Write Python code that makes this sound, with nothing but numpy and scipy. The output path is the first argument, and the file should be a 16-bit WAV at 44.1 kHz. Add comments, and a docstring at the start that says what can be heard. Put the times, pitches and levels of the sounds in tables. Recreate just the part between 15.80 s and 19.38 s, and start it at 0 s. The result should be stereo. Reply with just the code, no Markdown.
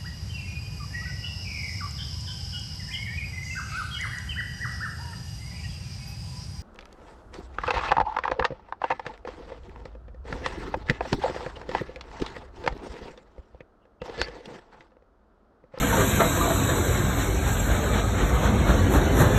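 """Steam train rolling past

A steam locomotive, its tender and a water car roll past close by, outdoors.
Shaped noise makes the rumble, the roar of the wheels and the hiss of steam; noise through narrow
resonances makes the steam sing and the engine hum. Short noise bursts that ring steel make the clanks.
Scuffs come round once per turn, a tiny chirp sounds, and heavy thumps and knocks gather near the end."""
import sys
import numpy as np
from scipy import signal
from scipy.fft import rfft, irfft
from scipy.io import wavfile
from scipy.ndimage import uniform_filter1d

SR = 44100
rng = np.random.default_rng(int(sys.argv[2]) if len(sys.argv) > 2 else 0)


def wav_out(sig):
    """Save sig, one row per channel (or a flat mono array), as 16-bit PCM at SR to the path in sys.argv[1]."""
    wavfile.write(sys.argv[1], SR, np.round(np.clip(np.atleast_2d(sig).T, -1, 1) * 32767).astype(np.int16))


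N = 157878
T, HZ = np.arange(N) / SR, np.fft.rfftfreq(N, 1 / SR)
BELOW_TREBLE = np.exp(-(HZ / 3400) ** 8)  # 1 in the bass and middle, 0 in the treble


def amp(db):
    """Turns decibels into a gain."""
    return 10 ** (np.asarray(db) / 20)


def unit(x):
    """Scales a sound to an average (rms) strength of 1."""
    return x / np.sqrt(np.mean(x ** 2) + 1e-20)


def over_hz(points, hz=HZ):
    """Reads a table at every frequency, on a log-frequency axis."""
    f, value = np.transpose(points)
    return np.interp(np.log(hz + 1), np.log(f + 1), value)


def over_time(points):
    """Reads a table at every moment."""
    return np.interp(T, *np.transpose(points))


def colour(x, gain):
    """Filters by a gain per frequency, then scales to rms 1."""
    return unit(irfft(rfft(x) * gain, N))


def white():
    """Makes two unrelated noises."""
    return rng.standard_normal((2, N))


def wander(rate_hz):
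    """Makes a slow random motion of rms 1."""
    coarse = rng.standard_normal(int(N / SR * 2 * rate_hz) + 8)
    knots = signal.resample_poly(coarse, up=4, down=1)
    return unit(np.interp(T * 8 * rate_hz, np.arange(len(knots)), knots))


def smooth_map(shape, bands, frames):
    """Makes random values that drift smoothly over frequency and time, of rms 1."""
    over_bands = uniform_filter1d(rng.standard_normal(shape), size=bands, axis=0)
    return unit(uniform_filter1d(over_bands, size=frames, axis=1))


def turbulence(spectrum, patchy_db, flutter_db, flutter_hz):
    """Makes coloured noise with drifting patches and a flutter shared by all bands."""
    z = signal.stft(white(), nperseg=512)[2]
    patches = smooth_map(z.shape[1:], bands=5, frames=8)
    x = signal.istft(z * amp(patchy_db * patches), nperseg=512)[1][:, :N]
    return unit(colour(x, amp(over_hz(spectrum))) * amp(flutter_db * wander(flutter_hz)))


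def grit(spread_db):
    """Makes noise of very uneven strength, like dense tiny impacts."""
    return white() * amp(spread_db * np.clip(wander(1000), -2.5, 2.5))


def bell(centre, width):
    """Makes a smooth swell and fall; width is the standard deviation in s."""
    return np.exp(-.5 * ((T - centre) / width) ** 2)


def struck(start, rise, decay):
    """Shapes a blow: a quick rise, then a steady decay."""
    age = np.maximum(T - start, 0)
    return np.minimum(age / rise, 1) * np.exp(-np.clip((age - rise) / decay, 0, 60))


def singing(resonances, waver):
    """Rings noise in narrow resonances that waver together in pitch, each with its own level slope."""
    clock, out = T + waver * np.cumsum(wander(13)) / SR, 0
    drive = white()
    for hz, width, db, fade in resonances:
        turn = np.exp(2j * np.pi * hz * clock)
        r = np.exp(-1.5 * np.pi * width / SR)
        # shift the pitch down to zero, keep a narrow band, shift it back
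        narrow = signal.lfilter([1], [1, -2 * r, r * r], drive * turn.conj())
        out = out + unit((turn * narrow).real) * amp(db - fade * T)
    return out


# Likeness of left and right channels: f/Hz, likeness (0-1)
LIKENESS = [(30, 0.99), (100, 1), (250, 0.94), (500, 0.76), (1200, 0.8), (2000, 0.61), (2800, 0.86),
            (3800, 0.38)]
# Likeness of left and right in the treble: f/Hz, likeness (0-1)
TREBLE_LIKENESS = [(4450, 1), (5300, 1), (6400, 0.6), (7400, 0.95), (8600, 0.5), (9150, 1), (10250, 1),
                   (11000, 0.5), (12400, 1), (13600, 0.55), (14100, 1)]
# How far the left channel leads: f/Hz, phase/rad
LEFT_LEAD = [(1550, 0), (2000, 2.1), (2800, 3.1), (3500, 3.6), (4400, 3.15), (5300, 3.15), (7200, 6.2),
             (9100, 9.4), (10300, 9.45), (11800, 12.55), (13000, 12.6), (14000, 15.7)]
# Extra lead for a source down the track: f/Hz, phase/rad per unit of bearing
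BEARING_LEAD = [(30, 0.17), (200, 0.48), (450, 0.7), (750, 1.69), (1100, 0.91), (1600, 0.73), (2200, 0),
                (3000, 0)]
NEAR_BEARING = -1.22  # close by, on the other side (1 = down the track)


def ports(x, bearing):
    """Places two unrelated signals as one source, partly alike and shifted in phase between left and right."""
    a, b = rfft(x)
    same = np.clip(over_hz(LIKENESS + TREBLE_LIKENESS), 0, 1)
    lead = over_hz(LEFT_LEAD) + bearing * over_hz(BEARING_LEAD) * BELOW_TREBLE
    lead = lead * np.tanh((HZ / 300) ** 2)  # the phase shift dies out in the bass
    right = (same * a + np.sqrt(1 - same ** 2) * b) * np.exp(-1j * lead)
    return irfft(np.array([a, right]), N)


def shaking(spectrum):
    """Makes low noise of fairly even strength by partly levelling its swells."""
    x = colour(white(), amp(over_hz(spectrum)))
    strength = np.sqrt(uniform_filter1d(x[0] ** 2, size=3000) + 1e-6)
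    return colour(x / strength ** 0.38, HZ < 900)


# Ground rumble over time: t/s, level/dB
RUMBLE_LEVEL = [(0, -29.5), (.4, -28.5), (1.1, -26.5), (1.6, -29), (2.05, -26.5), (2.45, -28), (2.8, -26),
                (3.05, -26.5), (3.3, -24.5), (3.58, -23)]
# Colour of the ground rumble: f/Hz, relative level/dB (per Hz)
RUMBLE_COLOUR = [(20, -38), (40, -38), (55, -1.5), (68, -2.5), (85, 1), (112, 1), (160, -8), (260, -26.5),
                 (600, -19)]
# Deepest boom over time: t/s, level/dB
BOOM_LEVEL = [(0, -26), (.35, -31), (1.2, -31), (1.7, -26), (1.95, -21.5), (2.2, -27.5), (2.75, -27.5),
              (3.58, -22)]
# Colour of the deepest boom: f/Hz, relative level/dB (per Hz)
BOOM_COLOUR = [(20, -50), (32, -43), (42, -13), (52, -5.5), (62, -14), (85, -20.5), (200, -79)]
# Heavy axles shoving the ground: t/s, level/dB (before THUD_TRIM_DB), f/Hz
AXLE_THUDS = [(1.091, -23, 86.4), (2.431, -14, 47.9), (2.554, -13, 64.5), (2.802, -13, 67.3),
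              (2.902, -9, 56.5), (3.031, -14, 91.5), (3.164, -11.5, 67.1), (3.282, -13.5, 69.8),
              (3.414, -16, 74.4), (3.481, -14, 111.3), (3.546, -16, 130.8)]
THUD_WIDTH_S, THUD_TRIM_DB = 0.019, -2.5


def rumble():
    """The weight of the train shakes the track; each heavy axle shoves the ground for a few slow cycles."""
    ground = shaking(RUMBLE_COLOUR) * amp(over_time(RUMBLE_LEVEL))
    boom = shaking(BOOM_COLOUR) * amp(over_time(BOOM_LEVEL))
    thuds = 0
    for s, db, hz in AXLE_THUDS:
        wave = np.sin(2 * np.pi * (hz * T + rng.random()))
        thuds = thuds + amp(db + THUD_TRIM_DB) * bell(s, THUD_WIDTH_S) * wave
    return ports(ground + boom, bearing=0) + thuds


RATTLE_HITS_PER_S, RATTLE_DECAY_S, RATTLE_SPREAD_DB = 70, 0.012, 4  # hits of all pitches together


def rattle():
    """Loose steel parts chatter at random, each at its own pitch."""
    t, out = T[:3000], np.zeros((2, N))
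    for hz in np.geomspace(350, 2600, num=24):
        happens = rng.random(N) < RATTLE_HITS_PER_S / 24 / SR
        hits = happens * amp(RATTLE_SPREAD_DB * np.minimum(rng.exponential(1, N), 3))
        wave = np.sin(2 * np.pi * (hz * t + rng.random((2, 1))))
        ring = np.exp(-t / RATTLE_DECAY_S) * wave / np.sqrt(hz)
        out += signal.oaconvolve(hits[None], ring, axes=1)[:, :N]
    return unit(out)


def resonant(x, depth_db):
    """Many narrow steel resonances come and go as parts move past."""
    z = signal.stft(x, nperseg=2048)[2]
    peaks = smooth_map(z.shape[1:], bands=2, frames=9)
    return unit(signal.istft(z * amp(depth_db * peaks), nperseg=2048)[1][..., :N])


# Roar of the car bodies over time: t/s, level/dB
BODY_LEVEL = [(0, -28.5), (.7, -30.5), (1.1, -29), (1.6, -32), (2.3, -31), (2.7, -26.5), (3.05, -25.5),
              (3.3, -22.5), (3.58, -25.5)]
# Colour of the body roar: f/Hz, relative level/dB (per Hz)
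BODY_COLOUR = [(60, -65), (130, -14), (190, 1), (290, -1.5), (400, -3.5), (520, -5.5), (800, -12.5),
               (1500, -30), (4000, -61)]
# Wheels on the rails over time: t/s, level/dB (of the noise, without the rattle)
WHEEL_LEVEL = [(0, -25), (.3, -27), (.8, -28.5), (1.15, -28.5), (1.55, -30.5), (2, -30), (2.35, -31.5),
               (2.8, -29.5), (3.2, -29), (3.58, -27.5)]
# Colour of the wheels on the rails: f/Hz, relative level/dB (per Hz)
WHEEL_COLOUR = [(200, -14), (500, -1.5), (800, -3.5), (1200, 2), (1600, 0), (2100, -1.5), (2800, -0.5),
                (3300, -4.5), (4100, -4.5), (5200, -4.5), (7000, -14), (10000, -16.5), (13000, -24.5),
                (16000, -32)]
# Where the rolling sound comes from: t/s, share of its power from down the track (0-1)
AHEAD_SHARE = [(0, 0.94), (.6, 0.71), (1.8, 0.95), (2.4, 0.62), (2.9, 0.73), (3.58, 0.17)]
RATTLE_DB = -8  # against the wheel noise


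def rolling():
    """Wheels roar and rattle on the rails, some down the track and some close by."""
    ahead, sounds = np.clip(over_time(AHEAD_SHARE), 0, 1), []
    for share in (ahead, 1 - ahead):
        body = turbulence(BODY_COLOUR, patchy_db=0.5, flutter_db=-0.5, flutter_hz=25.5)
        wheels = turbulence(WHEEL_COLOUR, patchy_db=2.74, flutter_db=0.43, flutter_hz=25.23)
        wheels = wheels + amp(RATTLE_DB) * rattle()
        mix = body * amp(over_time(BODY_LEVEL)) + wheels * amp(over_time(WHEEL_LEVEL))
        sounds.extend(np.sqrt(share) * mix)
    ringing = resonant(np.array(sounds), depth_db=3.5) * np.std(sounds)  # keeps the overall strength
    far, near = np.split(ringing, 2)
    return ports(far, bearing=0.88) + ports(near, NEAR_BEARING)


# Resonances of the working engine: f/Hz, width/Hz, level/dB at the start, fade/dB per s (minus = grows)
ENGINE_HUM = [(152.5, 21.4, -35.5, 1.5), (195.6, 20, -35.5, 3.5), (277.6, 19.4, -34, 6), (353, 56, -52, 19),
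              (496, 18, -46, 3), (672, 25, -36.5, 4), (921, 26, -52, -2), (1176, 27, -49, 3),
              (1593, 67, -36, 4.5), (2300, 52, -37.5, 5.5), (2810, 330, -34, 15)]


def machinery():
    """Rods, frames and boiler hum with the motion; nearly all the tones fade as the engine draws away."""
    return ports(singing(ENGINE_HUM, waver=0.0088) * amp(2 * wander(12)), bearing=1.54)


# Steam hiss over time: t/s, level/dB
HISS_LEVEL = [(0, -34.5), (.25, -30.5), (.45, -32), (.8, -34), (1.1, -34.5), (1.27, -40.5), (1.45, -36.5),
              (1.59, -44.5), (1.69, -36.5), (1.87, -37.5), (2.15, -44.5), (2.31, -47), (2.55, -43.5),
              (2.8, -59), (3.58, -41.5)]
# Colour of the hiss: f/Hz, relative level/dB (per Hz)
HISS_COLOUR = [(1200, 4), (2800, -22), (4200, -2), (5500, 1), (7200, 8.5), (8600, 6.5), (10300, 4),
               (12000, 3.5), (13500, 3), (14600, -7), (16000, -7.5)]
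# Resonances of the steam jet: f/Hz, width/Hz, relative level/dB, extra fade/dB per s (minus = grows)
JET_TONES = [(3740, 150, -11.5, 1), (3898, 194, -1.5, 1.5), (7220, 330, -15, -1), (7707, 103, -5.5, 0.5),
             (11520, 150, -5, 17)]
# Singing of the jet over time: t/s, level/dB (added to each tone's own)
JET_LEVEL = [(0, -40.5), (.42, -31.5), (.9, -33.5), (1.3, -37), (1.6, -39.5), (2.1, -40.5), (2.7, -45),
             (3.58, -72)]


def steam():
    """A sputtering jet of steam hisses and sings in a few narrow bands."""
    hiss = turbulence(HISS_COLOUR, patchy_db=1.8, flutter_db=1.1, flutter_hz=22)
    hiss = hiss * amp(over_time(HISS_LEVEL))
    song = singing(JET_TONES, waver=0.0018) * amp(over_time(JET_LEVEL) + 1.15 * wander(13))
    return ports(hiss + song, bearing=0.097)


# Running gear clanks: t/s, level/dB, rise/s, decay/s, drive of the ring/dB (against the blow),
# note f/Hz, note level/dB
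GEAR_CLANKS = [(0.126, -22.5, .004, 0.045, -11, 927, -21), (0.169, -27, 0.0036, 0.032, -11, 530, -22),
               (0.19, -27.5, 0.0057, 0.019, -2, 397, -22), (0.206, -22.5, 0.005, 0.02, -7, 1166, -29),
               (0.388, -24, 0.0081, 0.023, -4, 1353, -22.5), (0.399, -19, 0.007, 0.03, -3.5, 681, -18.5),
               (0.441, -29, 0.0028, 0.018, -3, 495, -26), (0.608, -28.5, 0.0065, 0.022, -1, 1195, -22),
               (0.652, -31, 0.005, 0.018, 4, 672, -28), (0.698, -21.5, 0.006, 0.011, -4, 677, -26),
               (.884, -26, 0.0088, 0.056, -3.5, 520, -26)]
# Colour of the clatter: f/Hz, relative level/dB (per Hz)
CLANK_COLOUR = [(100, -4), (300, -0.5), (600, 3), (1000, -0.5), (1400, -0.5), (2200, -7.5), (4000, -11.5),
                (8000, -32), (15000, -40)]
# Ringing steel of the running gear: f/Hz, relative level/dB, time to fall by 60 dB (t/s)
STEEL_TONES = [(283, 0, 0.53), (500, -9, 0.27), (683, 2.5, 0.17), (940, -7.5, 0.43), (1180, -10, 0.2),
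               (1350, -16, 0.1), (1495, -18, 0.19), (1600, -15, 0.18), (1910, -3, 0.24), (2085, -4, 0.39),
               (2300, -25, .3)]
STEEL_WAVER_HZ = 10.7  # the parts shift as they ring
NOTE_DECAY_S, NOTE_SAG_PER_S = .032, 0.32  # the note sags by this share of its pitch as the part moves past


def running_gear():
    """Each clank is a quick clatter that rings the struck part and, faintly or strongly, the gear's steel."""
    blows, drive, t = 0, 0, T[:SR // 2]
    clatter = colour(grit(spread_db=2.5), amp(over_hz(CLANK_COLOUR)))
    for start, db, rise, decay, ring_db, note_hz, note_db in GEAR_CLANKS:
        blow = amp(db) * struck(start, rise, decay) * clatter
        age = T - start
        turns = note_hz * age * (1 - NOTE_SAG_PER_S * age / 2) + rng.random((2, 1))
        note = amp(note_db) * struck(start, rise, NOTE_DECAY_S) * np.sin(2 * np.pi * turns)
        blows = blows + blow + note
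        drive = drive + amp(ring_db) * blow
    steel = 0
    for hz, db, t60 in STEEL_TONES:
        turns = np.cumsum(hz + STEEL_WAVER_HZ * wander(40.0)[:len(t)]) / SR
        steel = steel + amp(db - 60 * t / t60) * np.sin(2 * np.pi * turns)
    ring = unit(signal.oaconvolve(drive, steel[None], axes=1)[:, :N]) * drive.std()
    return ports(blows + ring, bearing=0.55)


# Dull knocks of trucks and couplings: t/s, level/dB (before KNOCK_TRIM_DB)
KNOCK_TIMES = [(0.572, -20), (2.646, -21), (2.725, -22), (2.892, -12), (3.111, -16), (3.135, -15.5),
               (3.156, -15), (3.213, -15), (3.405, -7.5), (3.471, -14.5), (3.531, -20)]
# Colour of the knocks: f/Hz, relative level/dB (per Hz)
KNOCK_COLOUR = [(60, -3), (140, 6.5), (300, -2), (520, -2), (900, -10), (1600, -16), (2400, -22),
                (8000, -39)]
KNOCK_RISE_S, KNOCK_DECAY_S, KNOCK_TRIM_DB = 0.0024, 0.018, -4.5


def knocks():
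    """Trucks and couplings knock dully as the wheels jolt: short bursts of low noise."""
    envelope = sum(amp(db + KNOCK_TRIM_DB) * struck(s, KNOCK_RISE_S, KNOCK_DECAY_S) for s, db in KNOCK_TIMES)
    return ports(envelope * colour(white(), amp(over_hz(KNOCK_COLOUR))), bearing=-0.21)


# Wheel scuffs, one per turn: t/s of the peak, level/dB
SCUFF_TIMES = [(1.17, -31.5), (1.42, -29.5), (1.68, -29.5), (1.925, -28.5), (2.172, -25.5), (2.41, -27),
               (2.66, -26), (2.905, -28), (3.16, -31), (3.41, -28)]
# Colour of the scraping: f/Hz, relative level/dB (per Hz)
SCUFF_COLOUR = [(120, -30), (300, 0.5), (800, 0), (1500, -1), (2600, -1.5), (4000, -4.5), (6000, -11),
                (9000, -25), (15000, -45)]
SCUFF_WIDTH_S = 0.034


def wheel_scuffs():
    """A swell of scraping comes round with each turn of the wheels."""
    envelope = sum(amp(db) * bell(s, SCUFF_WIDTH_S) for s, db in SCUFF_TIMES)
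    scrape = turbulence(SCUFF_COLOUR, patchy_db=1.5, flutter_db=0.6, flutter_hz=90)
    return ports(envelope * scrape, bearing=-0.28)


SQUEAK_S, SQUEAK_HZ, SQUEAK_WIDTH_S, SQUEAK_DB = 1.801, 7560, 0.0081, -28.5


def squeak():
    """One tiny chirp of steel: a high steady tone that swells and dies at once."""
    return amp(SQUEAK_DB) * bell(SQUEAK_S, SQUEAK_WIDTH_S) * np.sin(2 * np.pi * SQUEAK_HZ * T)


# Thumps of a worn wheel: t/s of the peak, level/dB, grinding level/dB, decay/s
WORN_THUMPS = [(2.655, -25.5, -45, 0.035), (2.899, -23.5, -42, 0.057), (3.153, -20, -34, 0.056),
               (3.408, -19, -30.5, 0.1)]
# Colour of the thump: f/Hz, relative level/dB (per Hz)
THUMP_COLOUR = [(50, -5), (130, 6), (300, -1), (500, -2), (750, -4), (1200, -4.5), (1700, -5), (2300, -25),
                (5000, -13), (12000, -71)]
# Colour of the grinding: f/Hz, relative level/dB (per Hz)
GRIND_COLOUR = [(1500, -15), (4000, -6), (6500, 1), (9000, 3), (12500, 0.5), (14000, -2), (16000, -14)]
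THUMP_RISE_S, GRIND_LEAD_S, GRIND_WIDTH_S = 0.028, 0.0067, 0.03  # the grinding peaks just before the thump


def worn_wheel():
    """A rough patch of tread grinds onto the rail, then thumps the truck."""
    thump, grind = 0, 0
    for s, thump_db, grind_db, decay in WORN_THUMPS:
        distance = np.maximum((s - T) / THUMP_RISE_S, (T - s) / decay)
        thump = thump + amp(thump_db) * np.exp(-distance)
        grind = grind + amp(grind_db) * bell(s - GRIND_LEAD_S, GRIND_WIDTH_S)
    thump = thump * colour(grit(spread_db=3.0), amp(over_hz(THUMP_COLOUR)))
    grind = grind * colour(grit(spread_db=4.0), amp(over_hz(GRIND_COLOUR)))
    return ports(thump + grind, NEAR_BEARING)


def scene():
    """Adds up the whole train at the trackside."""
    train = rumble() + rolling() + machinery() + steam() + running_gear()
    return train + knocks() + wheel_scuffs() + squeak() + worn_wheel()


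# Difference between the microphones: f/Hz, left minus right level/dB
MIC_TILT = [(30, 1), (60, -0.7), (130, -2), (300, -1.5), (600, -1), (1100, -0.4), (2000, 0)]
LOW_CUT_HZ, CEILING, EDGE_HZ = 32, .72, 15600  # ceiling: largest sample size; edge: top of the band


def record(dry):
    """The microphones differ slightly below the treble; then a low cut, soft ceiling and band limit."""
    low_cut = 1 - 1 / (1 + (HZ / LOW_CUT_HZ) ** 6)
    tilt = amp(np.outer([.5, -.5], over_hz(MIC_TILT) * BELOW_TREBLE))
    heard = irfft(rfft(dry) * low_cut * tilt, N)
    heard = heard / (1 + (heard / CEILING) ** 6) ** (1 / 6)
    band_limit = signal.firwin(511, EDGE_HZ, window=("kaiser", 9), fs=SR)
    return signal.oaconvolve(heard, band_limit[None], "same")


dry = scene()
out = record(dry)
wav_out(out)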